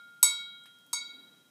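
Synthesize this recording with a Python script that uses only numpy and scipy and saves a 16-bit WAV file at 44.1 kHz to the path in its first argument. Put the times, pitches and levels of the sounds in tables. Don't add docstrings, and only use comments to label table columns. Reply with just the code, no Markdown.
import sys
import numpy as np
from scipy import signal
from scipy.fft import rfft, irfft
from scipy.io import wavfile

SR = 44100
rng = np.random.default_rng(int(sys.argv[2]) if len(sys.argv) > 2 else 0)


def output_pcm(signal):
    pcm = np.clip(np.atleast_2d(signal).T, -1, 1) * 32767
    wavfile.write(sys.argv[1], SR, np.round(pcm).astype(np.int16))


N = 66150

# (frequency [Hz], relative density [dB])
AIR_SPECTRUM = [(25, -9.5), (60, -6.5), (100, -4.5), (160, -0.5), (230, -0.5), (350, -10.5), (700, -11.5),
                (1500, -16), (4000, -17.5), (9000, -18), (15000, -21.5)]
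# (frequency [Hz], t60 [s], level [dB])
HUM_MODES = [(1405.8, 2.2, -48.5), (2224, .8, -63), (3251, 2.1, -65), (3836.1, .81, -61),
             (3858.4, 1.0, -64)]
# (time [s], clack level [dB], clack low-pass [Hz], ring gain [dB], ring tilt [dB/octave])
BALL_HITS = [(0.2284, -12.5, 16000, 0.16, -0.48), (0.9305, -27, 8200, -0.46, -0.5)]
# (frequency [Hz], t60 [s], hit 1 level [dB], hit 2 level [dB])
RING_MODES = [ (455, 0.14, -44, -52), (951, 0.094, -30, -34.5), (968, .5, -46.5, -50),
              (1124, 0.06, -31, -39), (1276, 0.042, -34.5, -38), (1395, 0.032, -43.5, -54),
              (1405.8, 2.15, -44, -56), (1419.7, 1.05, -45, -51), (2218.6, .7, -39, -45),
              (2226.5, .68, -32.5, -38.5), (3250.8, 2.08, -45, -55), (3266.8, 1.8, -68, -60),
              (3745.6, .33, -40, -46), (3836.1, .82, -26, -36.5), (3858.6, 1.0, -50, -38),
              (4565, .46, -32, -47), (4598.5, .48, -45, -34), (5372, .3, -34, -47), (5412, .14, -31, -38),
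              (5589, .3, -33, -43), (5650, .12, -32, -43), (6424, .34, -37, -48), (6482, .14, -30, -40),
              (6515, .22, -24, -27), (7068, .45, -44, -48), (7145.6, .28, -30, -47), (7630, .2, -30, -43),
              (7750, .25, -41, -46), (7815, .16, -32, -41), (7920, .195, -11, -32), (8614, .16, -27, -31),
              (8681, .18, -24, -42), (8790, .12, -30, -45), (9142, .2, -39, -51), (9477, .15, -32, -41),
              (9613, .13, -23, -46), (10265, .18, -39, -46), (10388, .13, -29, -52), (10780, .13, -31, -46),
              (11182, .16, -34, -42), (11324, .11, -24, -53), (12130, .12, -37.5, -51),
              (12360, 0.12, -32.5, -52), (12900, 0.091, -28.5, -56), (12980, 0.069, -27, -52),
              (13200, 0.044, -27, -50), (13600, .1, -33, -49), (13810, .1, -35, -56),
              (14580, 0.12, -39, -54)]
# (frequency [Hz], relative density [dB])
CLACK_SPECTRUM = [(100, -42.5), (330, -31.5), (480, -23), (780, -31.5), (950, -10), (1300, -15),
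                  (1700, -23.5), (2300, -12.5), (3100, -16.5), (4000, -5), (6000, -7), (8500, 3),
                  (13000, 1.5), (14500, -3), (15500, -18.5)]
# (frequency [Hz], relative density [dB])
TAIL_SPECTRUM = [(150, -27.5), (420, -11), (750, -5), (1000, 4.5), (1300, -5), (1700, -17.5), (2700, -8),
                 (4500, -8.5), (8500, 2.5), (13000, -5.5), (15500, -19)]
# (frequency [Hz], gain [dB])
ROOM_GAINS = [(500, -13.5), (1400, -19), (2200, -26), (3800, -24), (5500, -10.5), (8000, -18), (13000, -12)]
# (time [s], level [dB], centre [Hz], width [octaves])
BEAD_TICKS = [(0.638, -57, 8300, 0.14), (0.6573, -44.5, 2300, 0.75), (0.66, -50, 9700, 0.48),
              (0.675, -61, 9950, .025), (0.787, -56, 10000, 1.1), (0.8648, -54, 11500, .6)]
# (frequency [Hz], relative density [dB])
RUSTLE_SPECTRUM = [(80, -32), (170, -14), (260, 0.5), (400, -9.5), (600, -17), (1200, -19.5), (3000, -29)]


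def from_db(db):
    return 10 ** (np.asarray(db) / 20)


def since(start_s):
    return np.maximum(np.arange(N) / SR - start_s, 0)


def decay(start_s, t60_s):
    t = since(start_s)
    return (t > 0) * from_db(-60 * t / t60_s)


def bins_hz():
    return np.maximum(np.fft.rfftfreq(N, 1 / SR), 1)


def colour(points):
    hz, db = np.transpose(points)
    return from_db(np.interp(np.log(bins_hz()), np.log(hz), db))


def noise(gain):
    x = irfft(rfft(rng.standard_normal(N)) * gain, N)
    return x / np.sqrt(np.mean(x ** 2))


def mode(start_s, hz, t60_s, db):
    return from_db(db) * decay(start_s, t60_s) * np.sin(2 * np.pi * hz * since(start_s))


def low_cut(x, hz, order):
    return signal.sosfilt(signal.butter(order, hz, "high", fs=SR, output="sos"), x)


def air(level_db=-67.5):
    return from_db(level_db) * noise(colour(AIR_SPECTRUM))


def lamp_hum():
    return sum(mode(0, hz, t60_s, db) for hz, t60_s, db in HUM_MODES)


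def hit_ring(rise_s=0.0015, pivot_hz=4000):
    out = np.zeros(N)
    for hit, (start_s, _, _, ring_db, tilt_db_per_oct) in enumerate(BALL_HITS):
        rise = 1 - np.exp(-since(start_s) / rise_s)
        for k, (hz, t60_s, *levels_db) in enumerate(RING_MODES):
            db = levels_db[hit] + ring_db + tilt_db_per_oct * np.log2(hz / pivot_hz)
            polarity = (-1) ** ((k + 1) // 2)
            out += polarity * rise * mode(start_s, hz, t60_s, db)
    return out


def ball_clacks(t60_s=0.042, tail_db=-21, tail_t60_1khz_s=0.45):
    out, hz = np.zeros(N), bins_hz()
    edges_hz = [0, 700, 1500, 3000, 6000, 10000, SR]
    centres_hz = [500, 1000, 2100, 4200, 7700, 12500]
    for start_s, db, top_hz, _, _ in BALL_HITS:
        low_pass = 1 / np.sqrt(1 + (hz / top_hz) ** 4)
        out += from_db(db) * noise(low_pass * colour(CLACK_SPECTRUM)) * decay(start_s, t60_s)
        tail_bins = rfft(noise(low_pass * colour(TAIL_SPECTRUM)))
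        for low_hz, high_hz, centre_hz in zip(edges_hz, edges_hz[1:], centres_hz):
            band = irfft(tail_bins * (hz >= low_hz) * (hz < high_hz), N)
            band_t60_s = tail_t60_1khz_s * (1000 / centre_hz) ** 0.22
            out += from_db(db + tail_db) * band * decay(start_s, band_t60_s)
    return out


def reflections(x, delay_s=0.0032, t60_s=0.31):
    response = rng.standard_normal(N) * decay(delay_s, t60_s)
    response /= np.sqrt(np.sum(response ** 2))
    wet = signal.fftconvolve(x, response)[:N]
    return irfft(rfft(wet) * colour(ROOM_GAINS), N)


def bead_ticks(t60_s=0.004, tail_db=-16, tail_t60_s=0.16):
    out = np.zeros(N)
    for start_s, db, centre_hz, width_oct in BEAD_TICKS:
        band_gain = np.exp(-0.5 * (np.log2(bins_hz() / centre_hz) / width_oct) ** 2)
        envelope = decay(start_s, t60_s) + from_db(tail_db) * decay(start_s, tail_t60_s)
        out += from_db(db) * noise(band_gain) * envelope
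    return out


def paw_rustle(peak_s=1.19, width_s=0.17, level_db=-64):
    swell = np.exp(-0.5 * ((since(0) - peak_s) / width_s) ** 2)
    return from_db(level_db) * swell * noise(colour(RUSTLE_SPECTRUM))


def scene():
    ring = hit_ring()
    hits = ring + reflections(ring) + ball_clacks()
    hits = low_cut(hits, hz=940, order=2)
    mono = hits + lamp_hum() + bead_ticks() + paw_rustle() + air()
    return np.array([mono, mono])


def record(dry, top_hz=15400):
    thin = low_cut(dry, hz=125, order=4)
    return signal.sosfilt(signal.ellip(10, 0.2, 80, top_hz, fs=SR, output="sos"), thin)


dry = scene()
out = record(dry)
output_pcm(out)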